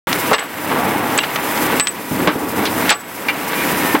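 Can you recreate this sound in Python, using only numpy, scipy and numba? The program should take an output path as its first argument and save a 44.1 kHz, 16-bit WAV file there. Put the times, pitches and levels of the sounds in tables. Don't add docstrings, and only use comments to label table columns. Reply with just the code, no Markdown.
import sys
import numpy as np
from scipy import signal
from scipy.fft import rfft, irfft
from scipy.io import wavfile
from scipy.ndimage import uniform_filter1d
from numba import njit

SR = 44100
rng = np.random.default_rng(int(sys.argv[2]) if len(sys.argv) > 2 else 0)


def to_wav(s):
    ch = np.atleast_2d(s).T
    pcm = np.round(np.clip(ch, -1, 1) * 32767)
    wavfile.write(sys.argv[1], SR, pcm.astype(np.int16))


N = 176400
TIME = np.arange(N) / SR


def undb(db):
    return 10 ** (np.asarray(db) / 20)


def unit(x):
    return x / np.sqrt(np.mean(x ** 2))


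def add(out, start, x):
    i = int(start * SR)
    out[:, i:i + x.shape[-1]] += x[..., :N - i]


def drift(rate_hz):
    hold = int(SR / rate_hz)
    steps = np.repeat(rng.standard_normal(N // hold + 1), hold)
    return 1.64 * uniform_filter1d(uniform_filter1d(steps, hold), hold)[:N]


def butter(x, hz, kind, order):
    return signal.sosfilt(signal.butter(order, min(hz / (SR / 2), .9), kind, output="sos"), x)


def noise(size):
    mid, side = rng.standard_normal((2, size))
    side = 0.33 * butter(side, 4080, "high", order=14)
    return np.array([mid + side, mid - side])


def colour(x, spectrum):
    hz, db = np.array(spectrum).T
    f = np.maximum(np.arange(N // 2 + 1) * SR / N, 1)
    gain = undb(np.interp(np.log(f), np.log(hz), db)) / np.maximum(f / hz[-1], 1) ** 2
    return unit(irfft(rfft(x) * gain, N))


def band(x, hz, q=1):
    b, a = signal.iirpeak(min(hz, SR / 4), max(q / 2, hz / SR * 4), SR)
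    twice = lambda v: signal.lfilter(b, a, signal.lfilter(b, a, v))
    return twice(x) / np.linalg.norm(twice(signal.unit_impulse(SR // 10)))


def fade(t, t60):
    return np.exp(-np.log(1000) * t / t60)


# frequency in Hz, relative density in dB.
ROAR_SPECTRUM = [(15, -71), (25, -45), (127, -13.5), (150, -10), (304, -3.5), (351, -9), (385, -5.5),
                 (647, -8.5), (944, -9.5), (1010, -7), (1110, -8.5), (2480, -14.5), (4270, -24.5),
                 (7000, -40), (9100, -38), (15400, -120)]
HISS_SPECTRUM = [(3000, -17), (5000, 1.5), (7000, 0), (8300, 3), (9500, 1.5), (12000, 6), (14000, 4.5),
                 (16000, 5)]
# pitch in Hz, level in dB.
WHINES = [(300, -28.5), (520, -31), (958, -23), (1935, -29.5), (2440, -32), (3533, -37.5), (3865, -45),
          (4870, -43)]

def factory():
    roar = colour(noise(N), ROAR_SPECTRUM) * undb(-14.5 + drift(rate_hz=23.7))
    hiss = colour(noise(N), HISS_SPECTRUM) * undb(-16.5 + 1.36 * drift(rate_hz=70))
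    whine = 0
    for hz, db in WHINES:
        pitch_hz = hz + 2.544 * drift(rate_hz=20)
        whine += undb(db) * np.sqrt(2) * np.sin(2 * np.pi * np.cumsum(pitch_hz) / SR)
    return roar + hiss + whine


# time in seconds, then scraping, rumbling and rolling levels in dB.
TRAVEL = [(0, -7.5, -9.5, -12), (.3, -33, -24, -21.5), (.58, -16, -18.5, -15.5), (.67, -13.5, -15, -19),
          (.7, -7.5, -12.5, -13), (.78, -5, -8.5, -15.5), (.82, -7.5, -11.5, -19), (.9, -8, -9, -12),
          (1.05, -9.5, -13, -19), (1.3, -15, -20, -15), (1.5, -17, -21.5, -19.5),
          (1.77, -16.5, -18.5, -14.5), (1.9, -34, -16.5, -36), (2.1, -24, -25, -20), (2.22, -14, -8.5, -18),
          (2.4, -12, -16, -24), (2.53, -20, -14, -25), (2.601, -7, -9.5, -14), (2.7, -16, -15.5, -36),
          (2.88, -13, -14.5, -11), (3.1, -20.5, -20, -20.5), (3.3, -15, -18.5, -19), (3.6, -24, -19, -16.5),
          (4, -18, -21.5, -20.5)]
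# frequency in Hz, relative density in dB.
SCRAPE_SPECTRUM = [(200, -54), (450, 0), (800, 6.5), (1200, 2), (2200, -6), (4000, -19), (7000, -53)]
RUMBLE_SPECTRUM = [(40, -42), (80, -5.5), (180, -1), (330, 2), (450, -0.5), (800, -16)]
ROLLING_SPECTRUM = [(900, -13.5), (1400, 2), (1860, 2.5), (2050, 1), (2200, 6), (2330, -4), (2460, -7),
                    (2650, -1.5), (3400, -7.5), (4500, -14), (7000, -47)]

def lifter(catches_per_s=1100, spread_db=1):
    times, *levels = np.array(TRAVEL).T
    out = 0
    for spectrum, db in zip((SCRAPE_SPECTRUM, RUMBLE_SPECTRUM, ROLLING_SPECTRUM), levels):
        catches = (rng.random(N) < catches_per_s / SR) * rng.choice([-1, 1], N)
        strength = undb(-spread_db * rng.standard_normal(N))
        out += colour(catches * strength, spectrum) * undb(np.interp(TIME, times, db))
    return out


# frequency in Hz, relative density in dB.
GRIT_SPECTRUM = [(3000, -23), (4800, 1), (6500, -6), (8000, -1), (10500, 10), (14000, 7)]

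def grit(grains_per_s=600, spread_db=6.5):
    times, scrape_db = np.array(TRAVEL).T[:2]
    grains = (rng.random(N) < grains_per_s / SR) * noise(N)
    strength = undb(spread_db * rng.standard_normal(N))
    return colour(grains * strength, GRIT_SPECTRUM) * undb(np.interp(TIME, times, scrape_db) - 21)


# frequency in Hz, 60 dB decay in seconds, gain in dB.
HOPPER_MODES = [(186, 0.13, -5), (257.4, 0.12, 1.5), (297.7, 0.31, 5.5), (450, 0.31, -2.5),
                (838, 0.13, 0.5), (1147, 0.16, 2)]

def hopper(x):
    out = x.copy()
    for hz, t60, db in HOPPER_MODES:
        radius, cosine = fade(1 / SR, t60), np.cos(2 * np.pi * hz / SR)
        mode = signal.lfilter([1, -radius * cosine], [1, -2 * radius * cosine, radius ** 2], x)
        out += undb(db) * 2 * (1 - radius) * mode
    return out


# start in seconds, level in dB, brightness in Hz,
# chatter length in seconds, 60 dB decay in seconds, ring level in dB, ring centre in Hz.
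CLANKS = [(0.1286, 2, 4100, 0.0034, 0.027, -20, 3900), (0.3318, 14.5, 1130, 0.0064, 0.11, 6, 1610),
          (0.332, 13, 6400, 0.018, 0.049, -2, 2750), (0.3826, 5, 1900, 0.0075, 0.096, -3, 1730),
          (0.405, -1.5, 1110, 0.027, 0.19, -14, 1600), (1.177, -3.5, 1700, 0.003, 0.05, -13, 1600),
          (1.187, 12, 2300, 0.0043, 0.02, 3, 3300), (1.2343, 2, 1850, 0.006, 0.072, -11, 2050),
          (1.3589, 0.5, 1990, 0.004, 0.041, -15, 2190), (1.575, -8.5, 4400, 0.0045, 0.025, -26, 3900),
          (1.798, 21, 2700, 0, 0.042, 4, 1940), (1.8709, 14, 2800, 0, 0.043, 0.5, 2040),
          (2.2736, 7, 895, 0.019, 0.17, -20, 1400), (2.275, -2, 4030, 0.013, 0.08, -26, 3300),
          (2.654, -0.5, 4250, 0.014, 0.11, -26, 3500), (2.893, 7, 3360, 0.016, 0.042, 1, 3500),
          (2.908, 20, 1100, 0, 0.11, 2, 1650), (2.908, 15, 5540, 0.021, 0.068, 1, 3700),
          (2.927, 12, 1500, 0.000081, 0.026, -4, 1400), (3.285, 1.5, 1960, 0.0094, 0.093, -3, 2320),
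          (3.532, -8, 1600, 0.01, 0.024, -22, 3280), (3.95, 9, 760, 0, 0.12, -17, 1290)]

def clanks():
    out, t = np.zeros((2, N)), np.arange(SR // 2) / SR
    for start, db, hz, chatter_s, t60, ring_db, ring_hz in CLANKS:
        crack = band(noise(len(t)) * np.exp(-t / 0.0034), 0.71 * hz)
        crack = butter(crack, 6.7 * hz, "low", order=6)
        chatter = band(noise(len(t)) * fade(np.maximum(t - chatter_s, 0), t60), hz)
        tail = undb(-26) * band(noise(len(t)) * fade(t, t60=0.54), 0.52 * hz)
        body = butter(chatter + tail, 3780, "low", order=3)
        add(out, start, undb(db) * (undb(-4.5) * crack + undb(-2.5) * body))
        add(out, start, undb(ring_db) * plate_ring(t, ring_hz))
    return out


# frequency in Hz, 60 dB decay in seconds, relative level in dB.
PLATE_MODES = [(1376, 0.31, -6), (1497, 0.26, -12), (1715, 0.21, -0.5), (1980, 0.1, -1.5), (2170, 0.08, -4),
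               (2350, .16, -3.5), (2640, .05, -2), (2790, 0.26, -0.5), (2915, 0.064, -1), (3155, .04, 0),
               (3420, 0.081, -15), (3890, 0.081, -2), (4790, .08, -6)]

def plate_ring(t, centre_hz, spread_octaves=0.15, attack_s=0.0006, flutter_db=5.5):
    ring = 0
    for hz, t60, db in PLATE_MODES:
        share = np.exp(-.5 * (np.log2(hz / centre_hz) / spread_octaves) ** 2)
        ring += share * undb(db) * fade(t, t60) * np.sin(2 * np.pi * (hz * t + rng.random()))
    flutter = undb(flutter_db * drift(rate_hz=71)[:len(t)])
    return ring * (1 - np.exp(-t / attack_s)) * flutter


# start in seconds, level in dB, pitch in Hz, 60 dB decay in seconds.
THUMPS = [(.314, 0.5, 433.5, 0.34), (.319, -1.5, 800, 0.24), (.757, -4, 465, 0.23), (.787, -3, 710, 0.14),
          (1.727, -4.5, 253.3, 0.14), (2.111, -1, 262, 0.14), (2.127, -7, 181, 0.28), (2.275, 7, 310, 0.12),
          (2.354, 2.5, 278, 0.15), (2.407, -2, 299.6, 0.21), (3.715, -12, 190, 0.17), (3.943, -2, 297, 0.2)]

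def thumps():
    out, t = np.zeros((2, N)), np.arange(SR // 2) / SR
    for start, db, hz, t60 in THUMPS:
        decay = fade(t, t60)
        thud = unit(band(noise(len(t)) * decay, hz, q=1.12)) * np.sqrt(np.mean(decay ** 2))
        note = decay * np.sin(2 * np.pi * hz * t) * (1 - np.exp(-hz * t))
        add(out, start, undb(db - 2.5) * (thud + note))
    return out


# start in seconds, level in dB, pitch in Hz, 60 dB decay in seconds.
PIN_RINGS = [(.332, -5, 7860, 0.35), (.394, -8, 7850, 0.14), (1.177, -6.5, 7860, 0.16),
             (1.3575, -12.5, 6150, 0.045), (1.798, 11.5, 8020, 0.14), (1.871, 7, 8025, 0.11),
             (2.902, 4, 7840, 0.26), (2.93, -16, 7860, 0.7)]

def pins(pair_hz=8020, attack_s=0.0012, waver_db=2.5):
    out, t = np.zeros((2, N)), np.arange(SR) / SR
    stereo_phase = np.array([[0.034], [-0.034]])
    for start, db, hz, t60 in PIN_RINGS:
        modes = [(hz, 0), (pair_hz, -4), (1.5 * hz, -24)]
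        ring = sum(undb(mode_db) * np.sin(2 * np.pi * f * t + stereo_phase) for f, mode_db in modes)
        ring *= (1 - np.exp(-t / attack_s)) * fade(t, t60)
        tick = undb(-1.5) * band(noise(len(t)) * fade(t, t60=0.028), hz, q=5.1)
        add(out, start, undb(db + waver_db * drift(rate_hz=200)[:SR]) * (ring + tick))
    return out


# start in seconds, length in seconds, level in dB, pitch in Hz.
SQUEALS = [(3.535, 0.12, -19.5, 2416), (3.801, 0.21, -19.5, 1804), (3.85, 0.15, -25, 2450)]

def squeals(wander_hz=10):
    out = np.zeros((2, N))
    for start, length, db, hz in SQUEALS:
        n = int(length * SR)
        phase = 2 * np.pi * np.cumsum(hz + wander_hz * drift(rate_hz=79)[:n]) / SR
        add(out, start, undb(db) * np.sqrt(2 * np.hanning(n)) * np.sin(phase))
    return out


def scene():
    return factory() + hopper(lifter() + clanks() + thumps()) + pins() + grit() + squeals()


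@njit
def follow(level, attack_s, release_s):
    out, held = np.empty(len(level)), 0.
    for i in range(len(level)):
        held += (level[i] - held) / (SR * (attack_s if level[i] > held else release_s))
        out[i] = held
    return out


def duck(x, level, top_db, attack_s, release_s):
    return x / np.maximum(follow(level, attack_s, release_s) / undb(top_db), 1)


def record(dry, start_s=0.071, top_hz=15900):
    ridden = duck(dry, np.abs(dry).mean(axis=0), top_db=-11.5, attack_s=0.0084, release_s=0.23)
    limited = duck(ridden, np.abs(ridden).max(axis=0), top_db=-3, attack_s=0.000095, release_s=0.0028)
    clipped = np.clip(limited, -1, 1) * (TIME >= start_s)
    return signal.sosfilt(signal.ellip(10, .2, 80, top_hz, fs=SR, output="sos"), clipped)


dry = scene()
out = record(dry)
to_wav(out)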